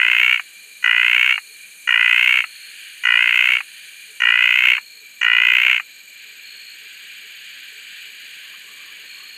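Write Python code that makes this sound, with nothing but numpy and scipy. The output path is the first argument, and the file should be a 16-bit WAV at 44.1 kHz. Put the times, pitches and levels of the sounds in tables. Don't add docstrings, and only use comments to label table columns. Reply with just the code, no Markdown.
import sys
import numpy as np
from scipy import signal
from scipy.fft import rfft, irfft, next_fast_len
from scipy.io import wavfile
from scipy.ndimage import uniform_filter1d, minimum_filter1d, map_coordinates

SR = 44100
rng = np.random.default_rng(int(sys.argv[2]) if len(sys.argv) > 2 else 0)


def unload_audio(sound):
    columns = np.transpose(np.atleast_2d(sound))
    steps = np.round(np.clip(columns, -1, 1) * 32767)
    wavfile.write(sys.argv[1], SR, steps.astype(np.int16))


N = 413216

# (first pulse [s], last pulse [s], level [dB], first pulse's offset [dB], closing cluck [s])
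CROAKS = [(-.1215, 0.3743, -2.2, -9, .3953), (.8259, 1.3559, -3, -16, 1.3788),
          (1.8737, 2.42, -2.5, -5.5, 2.4403), (3.0368, 3.584, -2.5, -7, 3.6051),
          (4.2023, 4.766, -0.9, -4, 4.7803), (5.2132, 5.7773, -1.5, -3.5, 5.7981)]
# (slack delay [s], tight delay [s], slack [dB], tight [dB])
VOLLEY = [(0, 0, -3.5, -4), (.00205, .00203, 0, .5), (.00417, .00413, -.5, -1.5), (.0057, .0056, -8, -10),
          (.007, .0072, -15, -19)]
# (frequency [Hz], slack gain [dB], tight gain [dB])
SAC_RESPONSE = [(720, -85.5, -57), (1110, -39, -32), (1496, -5, -6.5), (1717, -4.5, -13), (2000, 0.5, 0.5),
                (2370, -4.5, 5), (2683, -8, 1), (2816, 0.5, 5), (3182, -20, -11.5), (3785, -54, -29),
                (5370, -42, -42), (6330, -53, -31.5), (11100, -64, -49)]
# (frequency [Hz], gain [dB])
BODY_RESPONSE = [(100, -96), (280, -46), (440, -39.5), (700, -39.5), (1000, -25.5), (1170, -22),
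                 (1440, -15.5), (1750, -9.5), (2300, -23), (4000, -68.5)]
# (frequency [Hz], time to decay 60 dB [s])
ROCK_DECAY = [(300, 0.024), (2500, 0.11), (10000, 0.039)]
# (frequency [Hz], level [dB])
STREAM_SPECTRUM = [(25, -41), (60, -42), (100, -16), (160, -2), (300, -3), (550, -3), (800, -8.5),
                   (1500, -2), (5000, -27), (11000, -23), (15000, -11)]
CHORUS_SPECTRUM = [(700, -34.5), (1150, -27), (1400, -12.5), (1580, -1.5), (1800, -1.5), (2100, -4.5),
                   (2400, 3), (2650, 0), (2900, 3), (3300, -2.5), (3700, -8.5), (4700, -7.5), (5300, -36)]
BUZZ_SPECTRUM = [(5400, -38), (6200, 3), (7300, -10), (8200, 1), (9200, 8), (10200, -1), (11000, -2.5),
                 (13500, -12), (15000, -10)]
# (time [s], level [dB])
STREAM_LEVEL = [(0, -70), (3.2, -71.5), (7.9, -69.5), (9, -66.5)]
CHORUS_LEVEL = [(.6, -49.5), (1.7, -51), (2.9, -42), (4.05, -45), (4.9, -50.5), (5.95, -50), (6.7, -42.5),
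                (7.55, -40), (9.3, -42.5)]
BUZZ_LEVEL = [(.5, -52), (1.8, -49), (4.1, -50.5), (4.9, -57.5), (5.9, -62), (8.5, -57.5), (9.3, -59)]
# (centre frequency [Hz], bandwidth [Hz], level [dB])
CRICKET_BANDS = [(2370, 128, -46.5), (4184, 500, -51.5), (7630, 1680, -56)]
# (frequency [Hz], gain [dB])
CLUCK_RESPONSE = [(150, -54), (500, -50), (800, -13.5), (1150, -7), (1600, -2.5), (2400, 2), (2850, 1),
                  (3300, -37), (6000, -46), (11000, -53)]
# (centre time [s], level [dB])
HOOTS = [(.67, -65), (1.5, -66), (2.67, -71), (4.11, -62), (5.01, -62.5), (6.308, -67), (6.56, -66),
         (6.85, -63.5), (7.26, -67), (7.75, -62), (8.08, -66), (8.7, -62), (9.02, -69)]
# (start [s], end [s], frequency [Hz], pulse rate [1/s], level [dB])
CHIRPS = [(1.27, 1.58, 4298, 56, -43), (2.42, 2.74, 4298, 56, -38), (4.7, 5.03, 4298, 56, -40),
          (6.42, 6.77, 4298, 56, -37), (9.06, 9.42, 4298, 56, -37), (4.75, 5.2, 7760, 62, -57),
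          (6.25, 6.7, 7760, 62, -55), (7.7, 8.17, 7760, 62, -52), (6.5, 7.25, 8264, 62, -55)]
# (centre time [s], duration [s], start pitch [Hz], end pitch [Hz], level [dB])
SQUEAKS = [(8.48, .2, 1000, 1250, -62), (8.547, 0.088, 1030, 1300, -51), (8.698, 0.175, 1020, 1280, -55.5),
           (8.814, 0.24, 980, 1375, -56), (8.885, .14, 980, 1250, -56), (9.22, .24, 1000, 1330, -55)]


def amp(db):
    return 10 ** (np.asarray(db) / 20)


def unit(x):
    return x / np.sqrt(np.mean(x ** 2) + 1e-20)


def along(points, hz):
    frequencies, values = np.transpose(points)
    return np.interp(np.log(hz + 1), np.log(frequencies + 1), values)


def clock():
    return np.arange(N) / SR


def during(start, end):
    index = np.arange(max(int(start * SR), 0), min(int(end * SR), N))
    return index, index / SR


def level(rows):
    return np.interp(clock(), *np.transpose(rows))


def wobble(rate):
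    knots = rng.standard_normal(int(N * rate / SR) + 4)
    at = np.arange(0, len(knots) - 1, .25)
    return np.interp(clock() * rate, at, map_coordinates(knots, [at]))


def filtered(x, response):
    size = next_fast_len(N + 8192)
    return irfft(rfft(x, size) * response(np.fft.rfftfreq(size, 1 / SR)), size)[:N]


def noise(spectrum):
    return unit(filtered(rng.standard_normal(N), lambda hz: amp(along(spectrum, hz))))


def band(centre_hz, width_hz):
    white = rng.standard_normal(N)
    return unit(filtered(white, lambda hz: 1 / (1 + ((hz - centre_hz) / width_hz * 2) ** 4) ** .5))


def ring(x, spectrum, size=2048):
    cepstrum = irfft(np.log(amp(along(spectrum, np.fft.rfftfreq(size, 1 / SR)))))
    cepstrum[1:size // 2] *= 2
    cepstrum[size // 2 + 1:] = 0
    return signal.oaconvolve(x, irfft(np.exp(rfft(cepstrum))))[:N]


def clicks(times, sizes, order=8):
    at = np.ravel(times)[:, None] * SR
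    index = np.floor(at).astype(int) + np.arange(1 - order, order + 1)
    taps = np.ravel(sizes)[:, None] * np.sinc(index - at) * np.sinc((index - at) / order)
    inside = (index >= 0) & (index < N)
    return np.bincount(index[inside], taps[inside], N)


def swell(t, length):
    return np.cos(np.pi * np.clip(t / length, -.5, .5)) ** 2


def bend(share, power):
    return 1 - (1 - np.clip(share, 0, 1)) ** power


def release(share, last_share=.09):
    return np.clip(1 - (1 - share) / last_share, 0, 1)


def pulses(period_s=.01657, jitter_s=.00015, effort_db=6.5, attack_db=4, sag_db=6.5, release_db=8):
    rows = []
    for start, end, db, first_db, _ in CROAKS:
        share = np.linspace(0, 1, round((end - start) / period_s) + 1)
        spacing = 1 - .1 * share - .11 * np.exp(-share / .03) + .07 * release(share)
        elapsed = np.cumsum(spacing) - spacing
        times = start + (end - start) * elapsed / elapsed[-1]
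        times += jitter_s * rng.standard_normal(len(share))
        onset = np.clip(1 - share / .089, 0, 1)
        envelope_db = effort_db - attack_db * onset - sag_db * share - release_db * release(share)
        rows.append([times, share, amp(db + envelope_db + first_db * (share == 0))])
    return np.hstack(rows)


def croaks(times, share, sizes, sac_db=23.0, body_db=26.5, scatter_db=2.2,
           slack_hz=1960, tight_hz=2210, tire_hz_per_s=9, wander_hz=25):
    tighten_from, tighten_to = .095, .91
    tight = bend((share - tighten_from) / (tighten_to - tighten_from), 1.75)[:, None]
    slack_s, tight_s, slack_db, tight_db = np.transpose(VOLLEY)
    gap_error, force_error, phase_error = rng.standard_normal((len(times), 3, len(VOLLEY))).swapaxes(0, 1)
    gaps = np.diff(slack_s + tight * (tight_s - slack_s), prepend=0) * (1 + .02 * gap_error)
    delay = np.cumsum(gaps, axis=1)
    at = times[:, None] + delay
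    force = sizes[:, None] * amp(slack_db + tight * (tight_db - slack_db) + scatter_db * force_error)
    pitch = slack_hz + tight * (tight_hz - slack_hz) - tire_hz_per_s * times[:, None]
    pitch += wander_hz * np.interp(times, clock(), wobble(14))[:, None]
    phase_slip = np.cumsum((.35 + .4 * tight) * phase_error * (delay > 0), axis=1)
    push = force * np.exp(1j * (2 * np.pi * pitch * delay + phase_slip))

    def drive(weight):
        return clicks(at, weight * push.real) + filtered(clicks(at, weight * push.imag), lambda hz: 1j)

    slack_sac = ring(drive(1 - tight), np.array(SAC_RESPONSE)[:, [0, 1]])
    tight_sac = ring(drive(tight), np.array(SAC_RESPONSE)[:, [0, 2]])
    body = ring(clicks(at, force), BODY_RESPONSE)
    return amp(sac_db) * (slack_sac + tight_sac) + amp(body_db) * body


def whistle(times, share, sizes, start_hz=16100, end_hz=12720, waver_hz=260,
            level_db=-38.5, fade_in_db=34, release_db=12, spit_db=-35):
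    lag_s, length_s = .004, .014
    full_share, spit_share = .67, .05
    t = clock()
    nearest = np.searchsorted((times[1:] + times[:-1]) / 2 + lag_s, t)
    hz = start_hz + (end_hz - start_hz) * bend(share, 1.45)
    db = level_db - fade_in_db * (1 - bend(share / full_share, 2)) - release_db * release(share)
    phase = 2 * np.pi * np.cumsum(hz[nearest] + waver_hz * wobble(550)) / SR
    tone = amp(db)[nearest] * np.sin(phase)
    spit = (amp(spit_db) * np.exp(-share / spit_share))[nearest] * band(6450, 850)
    return (tone + spit) * sizes[nearest] * swell(t - times[nearest] - lag_s, length_s)


def rocks(x, level_db=-16.0):
    hz, t, spectra = signal.stft(rng.standard_normal(SR // 4), SR, nperseg=256)
    decay = 1e-3 ** (t / along(ROCK_DECAY, hz)[:, None])
    tail = signal.istft(spectra * decay, SR, nperseg=256)[1]
    return amp(level_db) * signal.oaconvolve(x, tail / np.linalg.norm(tail))[:N]


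def stream(gain_db=8.5, flicker_db=.9):
    return amp(level(STREAM_LEVEL) + gain_db + flicker_db * wobble(42)) * noise(STREAM_SPECTRUM)


def chorus(gain_db=1.0, waver_db=1.27, flutter_db=.51):
    db = level(CHORUS_LEVEL) + gain_db + waver_db * wobble(7.4) + flutter_db * wobble(120)
    return amp(db) * noise(CHORUS_SPECTRUM)


def insect_buzz(gain_db=.5):
    return amp(level(BUZZ_LEVEL) + gain_db) * noise(BUZZ_SPECTRUM)


def far_crickets(waver_db=1.2):
    return sum(amp(db + waver_db * wobble(22)) * band(hz, width) for hz, width, db in CRICKET_BANDS)


def katydid(syllable_rate=21.265, wing_hz=6740, sweep_hz=70, tone_db=-50.5, overtone_db=-52):
    strokes = 3 * syllable_rate * (clock() - .0115)
    weak = np.floor(strokes) % 3 == 2
    stroke = np.abs(np.sin(np.pi * strokes)) * amp(-8 * weak)
    scrape = np.abs(np.sin(2 * np.pi * strokes)) * amp(-6 * weak)
    sweep = sweep_hz / (3 * syllable_rate) * np.sin(2 * np.pi * strokes)
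    wing = unit(np.sin(2 * np.pi * wing_hz * clock() + sweep + wobble(300)))
    return amp(tone_db) * stroke * wing + amp(overtone_db) * scrape * band(13140, 850)


def clucks(level_db=10, spacing_s=.0014, fade_db=2.0, count=7):
    gap_error, force_error = rng.standard_normal((len(CROAKS), 2, count)).swapaxes(0, 1)
    gaps = spacing_s * np.exp(.29 * gap_error)
    at = np.array(CROAKS)[:, -1:] + np.cumsum(gaps, axis=1) - gaps
    force = amp(level_db - fade_db * np.arange(count) + 2 * force_error)
    return ring(clicks(at, force), CLUCK_RESPONSE)


def hoots(pitch_hz=430, length_s=.16, gain_db=-2):
    out, hum = np.zeros(N), band(pitch_hz, width_hz=44)
    for centre, db in HOOTS:
        index, t = during(centre - length_s / 2, centre + length_s / 2)
        out[index] += amp(db + gain_db) * swell(t - centre, length_s) * hum[index]
    return out


def near_crickets(edge_s=.033):
    out = np.zeros(N)
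    for start, end, hz, rate, db in CHIRPS:
        index, t = during(start, end)
        gate = np.clip(np.minimum(t - start, end - t) / edge_s, 0, 1)
        out[index] += amp(db) * gate * np.sin(np.pi * rate * t) ** 2 * np.sin(2 * np.pi * hz * t)
    return out


def squeaks(rasp=2.1):
    out, grain = np.zeros(N), unit(1 + rasp * wobble(250))
    for centre, length, start_hz, end_hz, db in SQUEAKS:
        index, t = during(centre - length / 2, centre + length / 2)
        phase = 2 * np.pi * np.cumsum(np.linspace(start_hz, end_hz, len(t))) / SR
        out[index] += amp(db) * swell(t - centre, length) * grain[index] * np.sin(phase)
    return out


def scene():
    train = pulses()
    frog = croaks(*train) + clucks() + whistle(*train)
    near = frog + rocks(frog)
    steady = stream() + chorus() + insect_buzz() + far_crickets() + katydid()
    calls = hoots() + near_crickets() + squeaks()
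    return (near + steady + calls)[None]


def record(dry, ceiling=1.0, window_samples=180, top_hz=15400):
    needed = np.minimum(1, ceiling / (np.abs(dry[0]) + 1e-9))
    held = minimum_filter1d(needed, 2 * window_samples)
    gain = uniform_filter1d(uniform_filter1d(held, window_samples), window_samples)
    return filtered(dry[0] * gain, lambda hz: hz < top_hz)[None]


dry = scene()
out = record(dry)
unload_audio(out)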